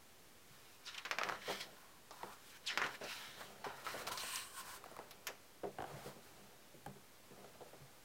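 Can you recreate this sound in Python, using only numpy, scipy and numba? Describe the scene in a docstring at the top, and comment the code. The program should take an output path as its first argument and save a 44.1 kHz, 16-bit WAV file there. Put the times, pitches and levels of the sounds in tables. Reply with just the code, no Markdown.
"""Crisp page snaps and papery swishes: hands leaf through a large glossy book on a wooden table.
Corners buckle and snap off a thumb, rubbed sheets ring in their bending modes, and skin scuffs,
creaks and hisses on the coated paper. Fingers and cover thump the book and table top.
A small, quiet room rings briefly after the snaps, over the steady hiss of room and microphone."""
import sys
import numpy as np
from scipy import signal
from scipy.fft import rfft, irfft
from scipy.io import wavfile
from scipy.ndimage import uniform_filter1d
from numba import njit

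SR = 44100
rng = np.random.default_rng(int(sys.argv[2]) if len(sys.argv) > 2 else 0)


def wav_out(sig):
    """Save sig, one row per channel (or a flat mono array), as 16-bit PCM at SR to the path in sys.argv[1]."""
    wavfile.write(sys.argv[1], SR, np.round(np.clip(np.atleast_2d(sig).T, -1, 1) * 32767).astype(np.int16))


N = 354652

# Thin, high rings on the edge of a snap: (pitch ratio, level [dB], Q)
EDGE_RINGS = [(1, 4, 1.55), (2.3, -2, 1.4)]
# Page snaps: (time [s], peak [dB], pitch [Hz], edge vs body [dB], edge pitch [Hz],
# rattle vs peak [dB], rattle length factor)
SNAPS = [(1.0503, -31, 1790, -11.5, 5240, -10.5, 0.44), (1.1110, -18.5, 1490, -9, 5100, -19.5, 0.48),
         (1.1847, -20.5, 1520, -11, 5240, -14, 0.24), (1.2336, -20.5, 1640, -11, 5340, -19.5, 0.36),
         (1.288, -25.5, 1350, -10, 5300, -13.5, 0.19), (1.2966, -25, 980, -12, 4900, -30, 0.27),
         (2.108, -40, 840, 0.5, 5030, -6.5, 0.19), (2.7742, -16, 1530, -10, 5050, -19.5, 0.42),
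         (2.8164, -21.5, 1300, -15.5, 5770, -16, 0.38), (2.863, -28, 1500, -11, 5930, -17, 0.5),
         (3.406, -52, 1150, -30, 4880, -1, 0.4), (3.8653, -28.5, 1170, -13, 4200, -20.5, 0.63),
         (4.068, -33.5, 1770, 6, 4500, -15.5, 0.95), (4.0736, -29, 1570, -3, 4560, -20, 0.53),
         (4.116, -39, 1300, -1, 4800, -34, 0.37), (4.119, -31.5, 1220, 5, 4500, -15, 0.19),
         (4.1743, -28, 1170, 9, 4800, -14.5, 0.44), (5.109, -38, 3200, -9, 12500, -9.5, 0.35),
         (5.2685, -27, 1830, -4.5, 6100, -11.5, 0.4), (5.2692, -30.5, 2370, 8, 12900, -13, 0.51)]
def page_snaps():
    """Paper buckles and flips: one pressure cycle with a crisp edge, then a brighter rattle."""
    out = np.zeros(N)
    noises = rng.standard_normal((len(SNAPS), 9000))
    kick = np.eye(1, 256, 36)[0]  # a single impulse
    for (start, db, hz, edge_db, edge_hz, rattle_db, length), noise in zip(SNAPS, noises):
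        edge = sum(undb(ring_db) * band_twice(kick, ratio * edge_hz, q, q) / ratio
                   for ratio, ring_db, q in EDGE_RINGS)
        edge = edge / edge.max()
        lowpass = signal.butter(4, 1.9 * hz, fs=SR, output="sos")
        body = signal.sosfilt(lowpass, band(kick, 1.15 * hz, q=.95))
        snap = unit_peak(body) + undb(edge_db) * edge
        tint = snap + 2 * undb(min(edge_db, 0)) * edge  # extra edge brightens the tail
        tail = signal.fftconvolve(rattle(noise, length), tint) / np.sqrt(np.sum(tint ** 2))
        add(out, start, undb(db) * unit_peak(snap))
        add(out, start, undb(db + rattle_db) * tail)
    return out


# Bands of the rattling tail: (centre [Hz], t60 at length factor 1 [s])
RATTLE_BANDS = [(250, 1), (500, 0.38), (1000, 0.21), (2000, 0.048), (4000, 0.062), (8000, 0.05),
                (13000, 0.052)]
def rattle(noise, length):
    """The sheet and the near room keep trembling after a blow; the lows last longest."""
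    t = np.arange(len(noise)) / SR
    attack = 1 - np.exp(-t / .002)
    return attack * sum(band(noise, hz, q=.63) * decay(t, t60 * length) for hz, t60 in RATTLE_BANDS)


# Swishes of hand and paper: (full at [s], rise [s], hold [s], fall [s], sheet level [dB],
# hiss level [dB], centre set by the curl [Hz])
STROKES = [(0.507, 0.15, 0.22, 0.24, -69, -70, 2150), (0.875, 0.025, 0.01, 0.071, -46.5, -84, 2820),
           (0.98, 0.16, 0.012, 0.073, -50.5, -74, 1840), (1.215, 0.044, 0.13, 0.071, -49.5, -77, 1350),
           (1.509, 0.11, 0.0092, 0.14, -42.5, -52, 2300), (1.608, 0.022, .005, 0.053, -42.5, -53, 2640),
           (1.73, 0.23, 0.075, 0.4, -65.5, -69.5, 1190), (2.125, 0.011, 0.2, 0.16, -61, -64.5, 1050),
           (2.331, 0.054, 0.0041, 0.022, -56, -65, 1100), (2.498, 0.17, .01, 0.081, -61, -60.5, 2510),
           (2.567, 0.11, .005, 0.02, -58, -63, 2210), (2.706, 0.053, .005, 0.074, -42, -71, 2400),
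           (2.86, 0.15, 0.0019, 0.09, -46.5, -79, 1340), (2.951, 0.19, .005, 0.03, -51.5, -60.5, 1920),
           (3.014, 0.018, 0.026, 0.42, -52.5, -64, 1880), (3.093, 0.1, 0.061, 0.44, -48.5, -56.5, 2230),
           (3.408, 0.06, 0.0057, 0.16, -59, -56.5, 1300), (3.644, 0.0033, 0.0033, 0.14, -44.5, -61.5, 1130),
           (3.768, 0.049, 0.054, .1, -58.5, -63.5, 1650), (3.85, 0.011, 0.17, 0.05, -51, -55, 1670),
           (4.071, 0.0051, 0.016, 0.02, -46.5, -49, 1090), (4.117, 0.0068, 0.019, 0.038, -45, -49, 3480),
           (4.177, .005, 0.018, 0.14, -53, -51.5, 4000), (4.235, 0.15, 0.15, 0.15, -46.5, -55, 2480),
           (4.602, 0.14, 0.011, 0.046, -57, -53.5, 2220), (4.682, 0.1, 0.083, 0.048, -56, -55, 1510),
           (4.848, .015, 0.07, 0.45, -65, -70, 1230), (6.07, 0.3, 0.02, 0.1, -59.5, -59, 1230),
           (6.246, .08, .02, 0.33, -69, -66, 1540), (7.698, 0.71, .01, 0.59, -75, -72, 1520)]
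def hand_strokes():
    """Strokes swell the sheet and hiss gains; the loudest stroke pulls the sheet's centre its way."""
    sheet_db, hiss_db, hz = np.transpose(STROKES)[4:]
    power = swells(STROKES)
    sheet_power = undb(2 * sheet_db) @ power
    hiss_power = undb(2 * hiss_db) @ power
    curl_hz = (hz * undb(2 * sheet_db)) @ power / sheet_power
    return np.sqrt(sheet_power), np.sqrt(hiss_power), curl_hz


# Bending modes of a page: (pitch [Hz], relative level [dB])
SHEET_MODES = [(600, -16), (800, 7), (1050, 14.5), (1400, 10), (1800, 7), (2300, 5), (3000, 8), (4000, 10),
               (5300, 8.5), (7000, -14), (9000, -8)]
def sheet_slide(gain, curl_hz):
    """Rubbing drives the sheet around a centre set by its curl; each bending mode flickers alone."""
    # The root evens out the power, which grows as a band-pass moves up.
    rub = band_twice(friction(), curl_hz, 1, .4) / np.sqrt(curl_hz)
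    sheet = 0
    for hz, db in SHEET_MODES:
        flicker = undb(db + 2.2 * wander(22))
        wavering_hz = hz * (1 + .05 * wander(6))
        sheet += flicker * band(rub, wavering_hz, q=6)
    return gain * unit_rms(sheet)


# Modes of the plucked page stack: (pitch ratio, level [dB], t60 at length factor 1 [s])
STACK_MODES = [(1, 1, .05), (1.45, -2, .015), (2.0, -3, 0.022), (2.7, -12, .015), (3.8, -9, 0.015)]
# Fingertip creaks: (time [s], ring peak [dB], pitch [Hz], ring length factor, tick vs ring [dB])
CREAKS = [(1.213, -27.5, 1280, 0.82, -40), (1.323, -31.5, 1430, 0.13, -40), (2.232, -34, 930, 0.4, -25),
          (4.8405, -42.5, 1200, 0.21, -6), (4.86, -45, 740, .5, -6), (4.915, -46, 654, 0.45, -4),
          (4.966, -41.5, 1120, 0.24, -4), (4.9901, -36, 900, 0.16, -11), (5.7854, -34, 752, 0.86, -17),
          (5.804, -36.5, 804, 0.6, -28), (5.8223, -36, 745, 0.75, -9), (5.8407, -36.5, 773, 1.3, -18),
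          (5.91, -49, 1165, 0.83, -20), (6.862, -38.5, 810, 1, -6), (7.444, -48.5, 686, 0.69, -28)]
def finger_creaks():
    """A fingertip sticks and lets go with a tick; the plucked stack rings and faintly rattles."""
    out = np.zeros(N)
    noises = rng.standard_normal((len(CREAKS), 5000))
    t = np.arange(noises.shape[1]) / SR
    for (start, db, hz, length, tick_db), noise in zip(CREAKS, noises):
        ring = sum(undb(mode_db) * np.sin(2 * np.pi * hz * ratio * t) * decay(t, t60 * length)
                   for ratio, mode_db, t60 in STACK_MODES)
        ring = -ring * (1 - np.exp(-t / .0004))
        tail = band_twice(rattle(noise, length=.59), hz, .75, .75)
        tick = band(noise[::-1] * np.exp(-t / .00091), hz=9000, q=1.1)
        cycles = hz * t - 6.5  # one soft low bump follows, 6.5 cycles later and an octave lower
        low_bump = np.cos(np.pi * cycles) * np.exp(-cycles ** 2 / 2)
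        creak = unit_peak(ring) + undb(-8) * tail + undb(tick_db) * tick + undb(-6) * low_bump
        add(out, start, undb(db) * creak)
    return out


# Quick scuffs: (time [s], peak [dB], pitch near the peak [Hz], length [s])
SCUFFS = [(0.854, -42, 4800, 0.031), (0.948, -39.5, 2980, 0.008), (0.983, -34, 2880, 0.0076),
          (1.419, -43, 2050, 0.017), (1.615, -36, 3630, 0.0031), (2.664, -30.5, 3700, 0.036),
          (2.806, -37.5, 1390, 0.018), (2.838, -30.5, 1650, 0.016), (3.039, -45, 5240, 0.016),
          (3.644, -54, 1340, 0.03), (4.363, -31, 5950, 0.0036)]
SINK_OCTAVES_PER_S = 22.5
def edge_scuffs():
    """Skin rasps over a page edge, sinking in pitch as the free edge lengthens; short scuffs are broad."""
    out = np.zeros(N)
    noises = rng.standard_normal((len(SCUFFS), 11000))
    t = np.arange(noises.shape[1]) / SR
    for (start, db, hz, length), noise in zip(SCUFFS, noises):
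        progress = t / length
        swell = (1 - np.exp(-(progress / .42) ** 2)) * np.exp(-progress)
        sinking_hz = hz * 2 ** (-SINK_OCTAVES_PER_S * length * np.minimum(progress - .6, 1.3))
        body = band_twice(noise, sinking_hz, 1 + 55 * length, 1.5)
        rasp = band_twice(noise, 1.6 * sinking_hz, 1.8, 1.8)
        add(out, start - .006, undb(db) * unit_peak(swell * (body + undb(-13) * rasp)))
    return out


# Fingers and cover landing: (time [s], ring peak [dB], hardness as centre of the push [Hz])
THUMPS = [(0.499, -58.5, 135), (1.477, -35, 650), (1.495, -31, 820), (2.24, -44, 537), (3.01, -40, 600),
          (3.036, -40, 605), (3.662, -38, 480), (3.941, -38.5, 557), (4.232, -44, 790), (5.288, -43, 820),
          (5.633, -32, 600), (5.666, -39, 476), (5.788, -48.5, 94), (5.925, -44, 158), (6.058, -42, 490),
          (6.158, -50, 394), (6.415, -56.5, 210), (6.74, -49.5, 320), (6.864, -45, 573),
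          (6.864, -45.5, 193), (6.957, -52, 444), (7.307, -50.5, 340), (7.605, -45, 650), (7.655, -50, 560),
          (7.731, -47, 560), (7.799, -52.5, 150)]
def book_thumps():
    """A soft push with a crumbly settling rings the book and table, topped by a papery pat."""
    out = np.zeros(N)
    noises = rng.standard_normal((len(THUMPS), 14000))
    t = np.arange(noises.shape[1]) / SR
    attack = 1 - np.exp(-t / .0048)
    settling = np.exp(-t / .0036) + .49 * np.exp(-t / .021)
    for (start, db, hz), noise in zip(THUMPS, noises):
        push = noise * attack * settling
        ring = book_ring(band_twice(push, hz, .9, .6))
        pat = band_twice(push, 1.9 * hz, .89, .89)
        add(out, start, undb(db) * (unit_peak(ring) + undb(-11) * unit_peak(pat)))
    return out


# Woody modes of book and table: (pitch [Hz], gain [dB], t60 [s])
BOOK_MODES = [(66, 4, 0.14), (138, 0.5, 0.28), (148, 8.5, 0.049), (198.7, 2, 0.25), (237.4, -2.5, 0.16),
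              (278, -0.5, 0.052), (347, 0.5, 0.063), (406, 4, 0.075), (488, 7, 0.038), (572, 3, 0.033),
              (676, 6, 0.018), (1200, -10, 0.026)]
def book_ring(force):
    """The book block and table top answer a force with damped resonances."""
    out = 0
    for hz, db, t60 in BOOK_MODES:
        pole = np.exp((2j * np.pi * hz - np.log(1000) / t60) / SR)
        out += undb(db) * signal.lfilter([1], [1, -pole], force).imag
    return out


# Automation of the settling page: (time [s], hollow pitch [Hz], hollow level [dB], sheen level [dB])
SETTLING_CURVE = [(3.868, 1280, -44, -80), (3.9, 1420, -58.5, -80), (4.01, 1480, -60, -80),
                  (4.06, 1020, -78, -78), (4.12, 976, -44, -70), (4.17, 1046, -56.5, -60),
                  (4.326, 1075, -56.5, -49), (4.352, 1024, -57, -49), (4.516, 1110, -68, -63.5),
                  (4.596, 1033, -51, -55), (4.636, 1030, -60, -71), (4.722, 1030, -54.5, -61),
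                  (4.778, 1090, -73, -73), (4.82, 1090, -79, -91)]
SHEEN_HZ = 8560
def settling_page():
    """A page settles under the fingers: friction sings in two hollow resonances and a bright sheen."""
    t = np.arange(N) / SR
    times, pitches, *levels = np.transpose(SETTLING_CURVE)
    hz = np.interp(t, times, pitches)
    hollow_gain, sheen_gain = (undb(np.interp(t, times, db, left=-120, right=-120)) for db in levels)
    rub = friction()
    hollow = unit_rms(band_twice(rub, hz, 12, 7)) + undb(-5) * unit_rms(band_twice(rub, 1.4 * hz, 9, 6))
    sheen = band_twice(rub, SHEEN_HZ, 3, 2.5) + undb(-7) * band_twice(rub, 1.55 * SHEEN_HZ, 3, 3)
    return hollow_gain * hollow + sheen_gain * unit_rms(sheen)


# EQ of the glossy surface: (frequency [Hz], relative level [dB])
GLOSS_EQ = [(2500, -7), (4500, -4), (6500, -6.5), (9000, -6.5), (11000, -10), (13500, -9), (16000, -10)]
def gloss_hiss(gain):
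    """Skin glides over coated paper with a bright, grainy hiss."""
    return gain * colour(friction(), GLOSS_EQ)


# Weight of the hands on the book: (full at [s], rise [s], hold [s], fall [s], level [dB])
LEANS = [(1.26, 0.13, 0.012, 0.27, -51), (1.495, 0.065, 0.19, 0.11, -58.5),
         (2.288, 0.24, 0.0088, 0.22, -71), (2.826, 0.15, 0.0064, 0.19, -49.5),
         (3.435, 0.34, 0.41, 0.1, -60), (3.992, 0.21, 0.14, 0.13, -52), (4.873, 1, 0.14, 0.64, -63),
         (5.91, 0.21, 0.011, 0.38, -52), (6.41, 1, 0.058, 0.72, -66.5), (7.313, 0.042, 0.099, 0.71, -60),
         (7.755, 0.17, 0.055, 0.058, -67)]
def leaning_hands():
    """Uneven friction under the leaning hands makes the book and table mutter."""
    grip = friction() * undb(2.5 * wander(30))
    mutter = unit_rms(book_ring(np.diff(grip, prepend=0)))
    lean_db = np.transpose(LEANS)[4]
    return np.sqrt(undb(2 * lean_db) @ swells(LEANS)) * mutter


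# EQ of the room tone: (frequency [Hz], relative level [dB])
ROOM_EQ = [(12, -42), (20, -13), (65, -14.5), (86, -7.5), (158, -10.5), (204, -9), (255, -10.5), (377, -10),
           (897, -13.5), (1190, -14), (16000, -24.5)]
ROOM_DB = -63.5
def room_tone():
    """Steady hiss of room and microphone."""
    return undb(ROOM_DB) * colour(rng.standard_normal(N), ROOM_EQ)


def friction():
    """Countless tiny catches of uneven size, coming in patches."""
    catches = rng.standard_normal(N) * undb(1.2 * rng.exponential(size=N))
    return unit_rms(catches * undb(1.3 * wander(60)))


def swells(table, fade_db=20):
    """One power envelope a row: 1 during the hold, fade_db lower per rise or fall time away from it."""
    t = np.arange(N) / SR
    full_at, rise, hold, fall = np.transpose(table)[:4, :, None]
    away = np.maximum((full_at - t) / rise, (t - full_at - hold) / fall)
    return undb(-2 * fade_db * np.maximum(away, 0))


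def wander(rate):
    """Glide between random values, rate of them a second; spread near 1."""
    step = int(SR / rate)
    return uniform_filter1d(np.repeat(rng.standard_normal(N // step + 1), step), step)[:N]


@njit
def svf(x, hz, q):
    """State-variable band-pass with a centre for every sample, gain 1 at the centre."""
    out = np.empty(len(x))
    band_state, low_state, damping = 0., 0., 1 / q
    for i in range(len(x)):
        g = np.tan(np.pi * hz[i] / SR)
        passed = (band_state + g * (x[i] + 1e-18 - low_state)) / (1 + g * (g + damping))
        band_state = 2 * passed - band_state
        low_state += 2 * g * passed
        out[i] = damping * passed
    return out


def band(x, hz, q):
    """Band-pass at a fixed or moving centre."""
    return svf(x, np.clip(hz + np.zeros(len(x)), 20., .45 * SR), float(q))


def band_twice(x, hz, first_q, second_q):
    """Two band-passes in series, for steeper skirts."""
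    return band(band(x, hz, first_q), hz, second_q)


def colour(x, eq):
    """Shape a noise by (frequency [Hz], level [dB]) points, at rms 1."""
    hz, db = np.transpose(eq)
    bin_hz = np.maximum(np.fft.rfftfreq(len(x), 1 / SR), 1)
    gain = undb(np.interp(np.log(bin_hz), np.log(hz), db))
    return unit_rms(irfft(rfft(x) * gain, len(x)))


def decay(t, t60):
    """Fade by 60 dB every t60 seconds."""
    return 1000 ** (-t / t60)


def undb(db):
    """Decibels to gain."""
    return 10 ** (np.asarray(db) / 20)


def unit_rms(x):
    """Scale to rms 1."""
    return x / np.sqrt(np.mean(x ** 2))


def unit_peak(x):
    """Scale to peak 1."""
    return x / np.abs(x).max()


def add(out, start, x):
    """Mix x into out from start [s]."""
    i = int(start * SR)
    out[i:i + len(x)] += x[:N - i]


def scene():
    """Rubbing, page handling and room tone, mixed to mono."""
    sheet_gain, hiss_gain, curl_hz = hand_strokes()
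    rubbing = sheet_slide(sheet_gain, curl_hz) + gloss_hiss(hiss_gain) + leaning_hands() + settling_page()
    handling = page_snaps() + finger_creaks() + edge_scuffs() + book_thumps()
    return (rubbing + handling + room_tone())[None]


def record(dry):
    """A steep high cut at 15.8 kHz and a small DC offset."""
    high_cut = signal.ellip(10, .2, 60, 15800, fs=SR, output="sos")
    return signal.sosfilt(high_cut, dry) + 0.0005


dry = scene()
out = record(dry)
wav_out(out)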